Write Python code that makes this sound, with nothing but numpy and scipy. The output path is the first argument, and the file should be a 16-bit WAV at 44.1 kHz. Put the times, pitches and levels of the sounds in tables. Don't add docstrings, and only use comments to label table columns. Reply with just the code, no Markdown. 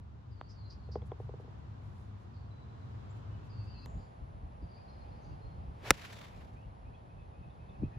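import sys
import numpy as np
from scipy import signal
from scipy.fft import rfft, irfft, next_fast_len
from scipy.io import wavfile
from scipy.ndimage import uniform_filter1d

SR = 44100
rng = np.random.default_rng(int(sys.argv[2]) if len(sys.argv) > 2 else 0)


def to_wav(sig):
    pcm = np.clip(np.atleast_2d(sig), -1, 1) * 32767
    pcm = np.round(pcm).astype(np.int16)
    wavfile.write(sys.argv[1], SR, pcm.T)


def gain_from_decibels(decibels):
    exponent = np.asarray(decibels, float) / 20
    return 10 ** exponent


N = 352125
T = np.arange(N) / SR
SIDES = np.array([[1], [-1]])
MOVE_S = 3.8598

# frequency in Hz, relative density in dB per Hz.
AIR_SPECTRA = [
    [(18, -48), (30, -17.5), (59, -7), (102, -1), (153, -12), (220, -16), (309, -20.5), (536, -28.5),
     (1000, -27.5), (2130, -41.5), (3980, -46), (7400, -58.5), (9000, -70), (11500, -64.5), (12300, -81)],
    [(18, -33.5), (30, -9.5), (55, -5), (102, 1), (301, -18), (821, -19.5), (1390, -31.5), (2600, -36),
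     (4400, -42.5), (7640, -56.5), (8900, -67), (10300, -55.5), (11700, -59.5), (12300, -87)],
]
AIR_LEVELS_DB = [-51, -54]
# frequency in Hz, side minus mid in dB.
AIR_WIDTHS = [
    [(60, -11.5), (110, -10.5), (200, -5), (380, -0.5), (700, 4), (1290, 2), (2380, 0), (4400, 0),
     (8120, 1), (15000, -6)],
    [(60, -8.5), (110, -13.5), (200, -5.5), (380, -2.5), (700, 6), (1290, 7.5), (2380, -2.5), (4400, -5.5),
     (8120, 3), (15000, -4.5)],
]
# frequency in Hz, width in Hz, relative level in dB.
MOWER_ORDERS = [(56, 6.2, -6.5), (73.15, 5.2, -4.5), (101.5, 9.1, -2), (121.4, 7.6, -8), (140.9, 17, -14),
                (203.6, 8, -17.5)]
# time in seconds, level in dB.
MOWER_LEVEL = [(0.0, -47.5), (0.21, -50.5), (0.33, -42), (0.39, -54), (0.65, -46), (1.84, -46.5),
               (1.86, -41), (2.01, -49), (3.01, -48.5), (3.02, -55.5), (3.36, -44.5), (3.51, -48.5),
               (3.57, -41.5), (3.86, -51)]
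# time of the peak in seconds, peak in dB, length in seconds.
WIND_GUSTS = [(3.89, -43.5, 0.088), (4.22, -42.5, .04), (4.35, -44, 0.085), (4.44, -41.5, 0.082),
              (4.64, -41.5, 0.084), (4.92, -53, .15), (5.16, -46.5, .07), (5.31, -43, 0.15),
              (5.46, -40.5, .05), (5.6, -43, 0.26), (5.69, -41.5, .05), (6.44, -44, .07), (6.54, -46, .06),
              (6.67, -44.5, .06), (6.88, -44.5, .16), (7.08, -50, .05), (7.29, -46.5, 0.079),
              (7.4, -42.5, 0.053), (7.47, -43.5, .05), (7.6, -50, .12), (7.72, -47, .08),
              (7.83, -32, 0.084), (7.98, -37, 0.064)]
# start in seconds, peak in dB, pitch in Hz, left minus right in dB.
WIND_THUMPS = [(3.963, -37, 146, -2), (4.213, -36, 62.4, 6), (4.434, -44.5, 230, 4), (4.617, -35, 56, -3),
               (4.623, -40.5, 260, 0), (5.674, -33.5, 60, 0), (7.819, -31, 186, 1), (7.83, -25, 255, 4.5),
               (7.837, -27, 95, -2), (7.961, -38, 109, 0)]
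# start in seconds, length in seconds, lowest pitch in Hz,
# fall at the start in Hz, lift at the end in Hz, level in dB.
WHISTLE_NOTES = [(.305, 0.2, 4540, 299.5, 90, -81.5), (.5, 0.22, 4560, 170, 300, -78.5),
                 (.56, .165, 4160, 219, 190, -79), (.79, .11, 4190, 120, 40, -86),
                 (.72, .18, 4560, 150, 30, -88), (2.501, .14, 3960, 126, 60, -79),
                 (2.681, .22, 3950, 60, 30, -86), (3.096, .022, 7350, -900, 50, -82),
                 (3.489, .18, 4590, 290, 110, -74.5), (3.663, 0.2, 4580, 270, 230, -71),
                 (3.735, 0.14, 4140, 230.5, 90, -73), (4.615, .1, 4660, 120, 30, -82),
                 (4.71, .08, 4640, 60, 120, -78.5), (4.79, 0.12, 4660, 30, 30, -83),
                 (4.875, .07, 4180, 40, 20, -74), (4.885, .13, 4830, 850, 0, -88),
                 (4.95, .1, 4240, 30, 20, -84), (5.11, .06, 4220, 20, 20, -87),
                 (5.15, .07, 4660, 100, 0, -84), (5.24, .085, 4660, 30, 80, -83),
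                 (5.18, .22, 4200, 30, 20, -92), (5.41, .075, 4220, 40, 20, -82),
                 (5.478, .08, 4230, 20, 20, -89)]
# start in seconds, level in dB,
# centre in Hz, width in Hz, length in seconds.
CHIPS_AND_FLECK = [(0.487, -67.5, 5000, 1200, 0.064), (0.696, -62.5, 4800, 990, 0.053),
                   (0.913, -64, 4820, 1100, 0.056), (2.322, -79, 4470, 600, 0.16),
                   (3.687, -78.5, 2940, 250, 0.16), (3.843, -80.5, 7000, 800, 0.23),
                   (3.973, -80.5, 4620, 900, 0.15), (4.7, -86.5, 4800, 700, 1.1),
                   (5.207, -85, 6200, 1000, 0.14), (6.1, -71, 3550, 300, .22),
                   (6.62, -76, 2860, 299, 0.046), (6.94, -80, 3350, 200, .06),
                   (7.19, -81, 3500, 200, 0.052), (7.489, -81, 3540, 250, 0.064),
                   (7.688, -77, 3550, 200, 0.044), (7.907, -76, 1810, 300, 0.12)]
# start in seconds, relative level in dB, held pitch in Hz,
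# climb in Hz (negative falls).
TRILL_CHIRPS = [(3.15, -80, 3100, 1), (3.21, -81, 3100, 0.5), (3.3, -81, 2950, 0), (3.335, -83, 2950, 0),
                (3.43, -80, 2630, 0), (3.51, -79, 2680, 0), (3.59, -77, 2660, 0), (3.67, -75, 2700, 0),
                (3.74, -72, 2660, -0.5), (3.82, -74, 2660, 0), (4.53, -84, 2650, 300),
                (4.77, -81, 2550, 300), (5.02, -82, 2540, 300.5), (5.305, -78, 2680, -150),
                (5.57, -83, 2680, 200), (6.31, -74, 2580, 200), (6.555, -74, 2697, 500),
                (6.845, -75, 2640, 300.5), (6.93, -78, 2600, 100), (7.09, -79, 2580, 100),
                (7.18, -77, 2582, 0), (7.335, -73.5, 2600, 150), (7.42, -76, 2556, 50.5),
                (7.47, -78.5, 2540, 0.5), (7.585, -74, 2610, 200), (7.68, -78, 2555, 0.5),
                (7.73, -79, 2580, 0.5), (7.825, -72, 2620, 250), (7.93, -77.5, 2520, 0)]
# time of the peak in seconds, level in dB, length in seconds.
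RUSTLES = [(.87, -101, .1), (1.07, -85, .04), (1.22, -91, .1), (1.41, -91, .04), (1.59, -94, .03),
           (1.86, -91.5, .1), (2.0, -89.5, 0.22), (2.22, -93, .1), (2.9, -100, .4), (3.17, -90, .06),
           (3.46, -89, .05), (3.65, -90, .06), (3.83, -96, .1)]
# start in seconds, peak of each mode in dB.
TURF_CRUMBS = [(5.992, -51), (6.069, -53), (6.132, -49), (6.167, -51), (6.215, -55)]
# start in seconds, level in dB.
PUTT_TAPS = [(0.4116, -35.5)]
# frequency in Hz, relative level in dB, decay by 60 dB in seconds.
PUTTER_MODES = [(900, 6.5, 0.003), (1560, -34, 0.005), (2500, -12.5, 0.0058), (3500, -16, 0.0082)]
# start in seconds, level in dB, brightness in dB per octave.
CUP_BOUNCES = [(0.887, -48, -10), (0.955, -32.5, 1), (0.969, -49, -6), (1.018, -55.5, 9.5),
               (1.024, -51, -6), (1.1163, -40, 5), (1.199, -43, 0), (1.291, -43, -4), (1.337, -44, -7),
               (1.397, -47.5, -7), (1.444, -51, -10), (1.478, -53, -4)]
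# frequency in Hz, relative level in dB, decay by 60 dB in seconds.
CUP_MODES = [(427, -5.5, 0.052), (477, 3.0, 0.033), (592, 3, 0.014), (727, -4, 0.022), (990, -8.5, 0.018),
             (2220, -28.5, 0.0053), (3350, -34, 0.01)]
# frequency in Hz, # relative density in dB per
# Hz.
SWISH_SPECTRUM = [(590, -35.5), (1000, -3), (2240, -0.5), (4590, -7.5), (7630, -14.5), (8180, -17),
                  (8670, -46), (9620, -26), (10300, -17), (11800, -17), (13000, -45), (14100, -25),
                  (15600, -23.5), (16100, -60)]
# time of the peak in seconds, level in dB, length in seconds.
SPRAY_ECHO = (5.953, -58, .03)
# start in seconds, level in dB, treble in dB per octave.
IRON_BLOWS = [(5.9056, -12.5, 1), (5.908, -18.0, 0), (5.9095, -21.5, -4)]
# frequency in Hz, relative mid level in dB, relative side level in dB,
# decay by 60 dB in seconds.
IRON_MODES = [(186, -18, -34.5, .04), (380, -7.5, -36.5, 0.021), (560, -9.5, -37.5, 0.018),
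              (890, -9, -33, 0.0072), (1110, -10, -31, 0.017), (1420, 0, -27, 0.0098),
              (1760, -2.5, -25, 0.0088), (2160, 5.5, -14.5, 0.0043), (2800, -5, -15, 0.0029),
              (3500, -5, -21.5, 0.008), (4200, -24, -20.5, 0.0039), (4780, -7, -21.5, .008),
              (5560, -1.5, -21.5, .008), (7300, -3, -6.5, .004), (8870, -22.5, -6, .007),
              (10760, -7, -12, .005), (11800, -16, -16, 0.0045), (15500, -16, -19, .005)]


def curve(rows, col=1):
    rows = np.array(rows, float)
    return np.interp(T, rows[:, 0], rows[:, col], left=-150, right=-150)


def smooth(db):
    return uniform_filter1d(gain_from_decibels(db), size=441)


def shaped(gain_at):
    size = next_fast_len(N)
    hz = np.arange(1, size // 2 + 2) * SR / size
    x = irfft(rfft(rng.standard_normal(size)) * gain_at(hz), size)[:N]
    return x / x.std()


def band(hz, width, order=1):
    return shaped(lambda f: 1 / (1 + ((f - hz * hz / f) / width) ** 2) ** order)


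def read(table, hz):
    table = np.array(table, float)
    return np.interp(np.log(hz), np.log(table[:, 0]), table[:, 1])


def walk(rate):
    k = int(SR / rate)
    held = np.repeat(rng.standard_normal(N // k + 1), k)
    return 1.3 * uniform_filter1d(uniform_filter1d(held, k), k)[:N]


def bumps(rows):
    power = 0
    for s, db, length in rows:
        power = power + gain_from_decibels(2 * db) / np.cosh(np.clip(4 * (T - s) / length, -30, 30)) ** 2
    return np.sqrt(power)


def ring(s, hz, db, t60, rise, phase=0):
    out, i = np.zeros(N), int(s * SR)
    t = T[:min(int(2 * (t60 + rise) * SR), N - i)]
    shape = gain_from_decibels(-60 * t / t60) * (1 - np.exp(-t / rise)) ** 2
    out[i:i + len(t)] = gain_from_decibels(db) * shape / shape.max() * np.sin(2 * np.pi * hz * t + phase)
    return out


def air():
    out = 0
    hz = np.linspace(10, SR / 2, num=4000)
    places = (T < MOVE_S, T >= MOVE_S)
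    for spectrum, db, width, here in zip(AIR_SPECTRA, AIR_LEVELS_DB, AIR_WIDTHS, places):
        gain = lambda f: gain_from_decibels(read(spectrum, f))
        side_gain = lambda f: gain(f) * gain_from_decibels(read(width, f))
        side_db = 10 * np.log10(np.sum(side_gain(hz) ** 2) / np.sum(gain(hz) ** 2))
        mid = shaped(gain)
        side = gain_from_decibels(side_db) * shaped(side_gain)
        out = out + here * gain_from_decibels(db + 1.4 * walk(2.5)) * (mid + SIDES * side)
    return out


def mower():
    def orders():
        return sum(gain_from_decibels(db + 1.6 * walk(3)) * band(hz, width) for hz, width, db in MOWER_ORDERS)

    drone = gain_from_decibels(0.7 * SIDES) * orders() + gain_from_decibels(-15) * SIDES * orders()
    waver_db = 1.5 * walk(9)
    return smooth(curve(MOWER_LEVEL) + waver_db) * drone / drone.std()


def wind():
    steady_db, wander_db, top_hz = -56, 5, 112
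    rumble = 0
    for hz in (45, 70, 110, 170, 270):
        gain = gain_from_decibels(walk(13)) / (1 + (hz / top_hz) ** 3)
        rumble = rumble + gain * (band(hz, hz * 0.6) + gain_from_decibels(-11) * SIDES * band(hz, hz * 0.6))
    pressure = np.hypot(gain_from_decibels(steady_db + wander_db * walk(14)), bumps(WIND_GUSTS))
    out = rumble / rumble.std() * (T >= MOVE_S) * pressure
    for s, db, hz, pan_db in WIND_THUMPS:
        out = out + gain_from_decibels(SIDES * pan_db / 2) * ring(s, hz, db, 4.1 / hz, 0.5 / hz)
    return out


def rustle():
    def cloth():
        return band(10750, 2400, order=2) + gain_from_decibels(2) * band(6500, 3000)

    return bumps(RUSTLES) * (cloth() + 0.54 * SIDES * cloth())


def whine():
    hz, rms_db = 9975, -93.5
    return (T >= MOVE_S) * gain_from_decibels(rms_db) * np.sqrt(2) * np.sin(2 * np.pi * hz * T)


def trill():
    rise_s, attack_s, fade_s = 0.025, 0.012, 0.035
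    out = 0
    waver_hz = 18 * walk(25) + 25 * walk(150)
    blur = 0.3 * band(2613, 200) + 0.43 * SIDES * band(2620, 200)
    for s, db, hz, climb_hz in TRILL_CHIRPS:
        after = np.maximum(T - s, 0)
        pitch = hz - climb_hz * np.exp(-after / rise_s) + waver_hz
        pipe = np.sin(2 * np.pi * np.cumsum(pitch) / SR)
        same_place = (T < MOVE_S) == (s < MOVE_S)
        shape = (1 - np.exp(-after / attack_s)) * np.exp(-after / fade_s) * same_place
        out = out + gain_from_decibels(db + 10) * shape * (pipe + blur)
    return gain_from_decibels(2.5 * walk(30)) * out


def chips_and_fleck():
    def rasp(hz, width):
        return band(hz, width / 3) + 1.15 * band(hz, 2 * width, order=2)

    out = 0
    for s, db, hz, width, length in CHIPS_AND_FLECK:
        u = np.clip((T - s) / length, 0, 9)
        shape = 3.4 * u * np.exp(1 - 3.7 * u)
        out = out + gain_from_decibels(db) * shape * (rasp(hz, width) + 0.5 * SIDES * rasp(hz, width))
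    return out


def whistles():
    lowest_at, edge = 0.55, 0.09
    out = 0
    for s, length, hz, fall_hz, lift_hz, db in WHISTLE_NOTES:
        u = np.clip((T - s) / length, 0, 1)
        fall = fall_hz * np.maximum(1 - u / lowest_at, 0) ** 2
        lift = lift_hz * (np.maximum(u - lowest_at, 0) / (1 - lowest_at)) ** 2
        phase = 2 * np.pi * np.cumsum(hz + fall + lift + 22 * walk(90)) / SR
        flutter_depth = 0.79 * (4400 < hz < 6000)
        flutter_phase = 2 * np.pi * np.cumsum(250 + 25 * walk(30)) / SR
        flutter = 1 + flutter_depth * np.sin(flutter_phase)
        green = s < MOVE_S
        edges = np.clip(np.minimum(u, 1 - u) / edge, 0, 1) * ((T < MOVE_S) == green)
        swell = edges * gain_from_decibels(db + (2.5 if green else 3.5) * walk(60))
        out = out + np.sqrt(2) * swell * np.sin(phase) * flutter
    trees = rng.standard_normal((2, 9000)) * gain_from_decibels(-30 - 60 * T[:9000] / 0.38)
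    echo = 0
    for here in (T < MOVE_S, T >= MOVE_S):
        echo = echo + here * signal.fftconvolve((here * out)[None], trees, axes=1)[:, :N]
    return out * gain_from_decibels(SIDES * 4.7) + echo


def putt():
    tap = 0
    for s, level_db in PUTT_TAPS:
        for hz, db, t60 in PUTTER_MODES:
            tap = tap + ring(s, hz, db + level_db, t60, 0.00025)
    cup = 0
    for s, level_db, bright_db in CUP_BOUNCES:
        for hz, db, t60 in CUP_MODES:
            tilt_db = bright_db * np.log2(hz / CUP_MODES[0][0])
            cup = cup + ring(s, hz, level_db + db + tilt_db, t60, 0.00084)
    return tap + gain_from_decibels(0.4 * SIDES) * cup


def clod():
    after = np.maximum(T - 6.125, 0)
    thud = (after > 0) * gain_from_decibels(-53 - 60 * after / 0.11) * band(1300, 2700)
    out = ring(6.13, 11300, -56, 0.004, 0.0001) + thud
    for s, db in TURF_CRUMBS:
        for hz in (900, 2100, 3600):
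            out = out + ring(s, hz, db, 0.0046, 0.0002)
    return out


def hiss():
    mid, side = [shaped(lambda f: gain_from_decibels(read(SWISH_SPECTRUM, f))) for _ in range(2)]
    full = mid + gain_from_decibels(-3) * SIDES * side
    return full, uniform_filter1d(full, size=9)


def swish():
    peak_s, level_db, swell_db_s2, fall_db_s = 5.877, -47.5, 6999, 120
    treble_lag_s = 0.0068
    roar_db, roar_lead_s, roar_climb_s = 0.5, 0.003, 0.064
    roar_swell_share = 0.65

    def swell_db(s):
        return -swell_db_s2 * np.maximum(s - T, 0) ** 2 - fall_db_s * np.maximum(T - s, 0)

    full, low = hiss()
    whoosh = gain_from_decibels(swell_db(peak_s)) * low + gain_from_decibels(swell_db(peak_s + treble_lag_s) - 2) * (full - low)
    climb = np.pi / 2 * np.clip(1 - (peak_s - T) / roar_climb_s, 0, 1)
    roar = np.cos(climb) * band(380, 200) + np.sin(climb) * band(650, 700)
    roar_gain = gain_from_decibels(roar_db + roar_swell_share * swell_db(peak_s - roar_lead_s))
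    lead_in = gain_from_decibels(-57 - 170 * np.maximum(peak_s - T, 0)) * band(1500, 2500)
    return (T < IRON_BLOWS[0][0]) * (gain_from_decibels(level_db) * (whoosh + roar_gain * roar) + lead_in)


def spray():
    start_s, level_db, fade_db_s, steeper_db_s2 = 6.035, -55.5, 27, 29
    dulls_db_s, roar_db = 6, -7.5
    after = np.maximum(T - start_s, 0)
    rise_db = -70 * np.maximum(start_s - T, 0)
    fade_db = level_db - fade_db_s * after - steeper_db_s2 * after ** 2 + rise_db
    gain = np.hypot(smooth(fade_db + 0.4 * walk(30)), bumps([SPRAY_ECHO]))
    full, low = hiss()
    treble_db = 1.2 * walk(40) - dulls_db_s * after
    duller = gain_from_decibels(1.5 * walk(45)) * low + gain_from_decibels(treble_db) * (full - low)
    grains = gain_from_decibels(2.4 * walk(150))
    return (T >= IRON_BLOWS[0][0]) * gain * (grains * duller + gain_from_decibels(roar_db) * band(650, 700))


def iron():
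    rise_s, pan_db = 0.00006, 0.4
    out = 0
    for s, db, treble_db in IRON_BLOWS:
        for hz, mid_db, side_db, t60 in IRON_MODES:
            level_db = db + treble_db * np.log2(hz / 1000)
            out = out + ring(s, hz, level_db + mid_db, t60, rise_s)
            out = out + SIDES * ring(s, hz, level_db + side_db, t60, rise_s, phase=np.pi / 2)
        after = np.maximum(T - s, 0)
        tear = band(3000, 5000) + gain_from_decibels(-6) * SIDES * band(7000, 8000)
        out = out + (T >= s) * gain_from_decibels(db - 15 - 60 * after / 0.012) * tear
    return gain_from_decibels(SIDES * pan_db / 2) * out


def scene():
    background = air() + mower() + wind() + rustle() + whine() + trill() + chips_and_fleck() + whistles()
    return background + putt() + clod() + swish() + spray() + iron()


def top_cut(x):
    return signal.sosfilt(signal.butter(12, 17070, fs=SR, output="sos"), x)


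def record(dry):
    size = next_fast_len(N + 4096)
    hz = np.arange(1, size // 2 + 2) * SR / size
    late = np.exp(-2j * np.pi * 1.7 * np.log((hz + 200) / (SR / 2)))
    edges = 1 / (1 + (40 / hz) ** 4) / (1 + (hz / 16300) ** 40)
    longer = np.pad(dry, ((0, 0), (0, size - N)), mode="reflect")
    filtered = irfft(rfft(longer) * late * edges, size)[:, :N]
    step = (T >= MOVE_S) * gain_from_decibels(-40.5 - 60 * np.maximum(T - MOVE_S, 0) / 0.022)
    return top_cut(filtered + step)


dry = scene()
out = record(dry)
to_wav(out)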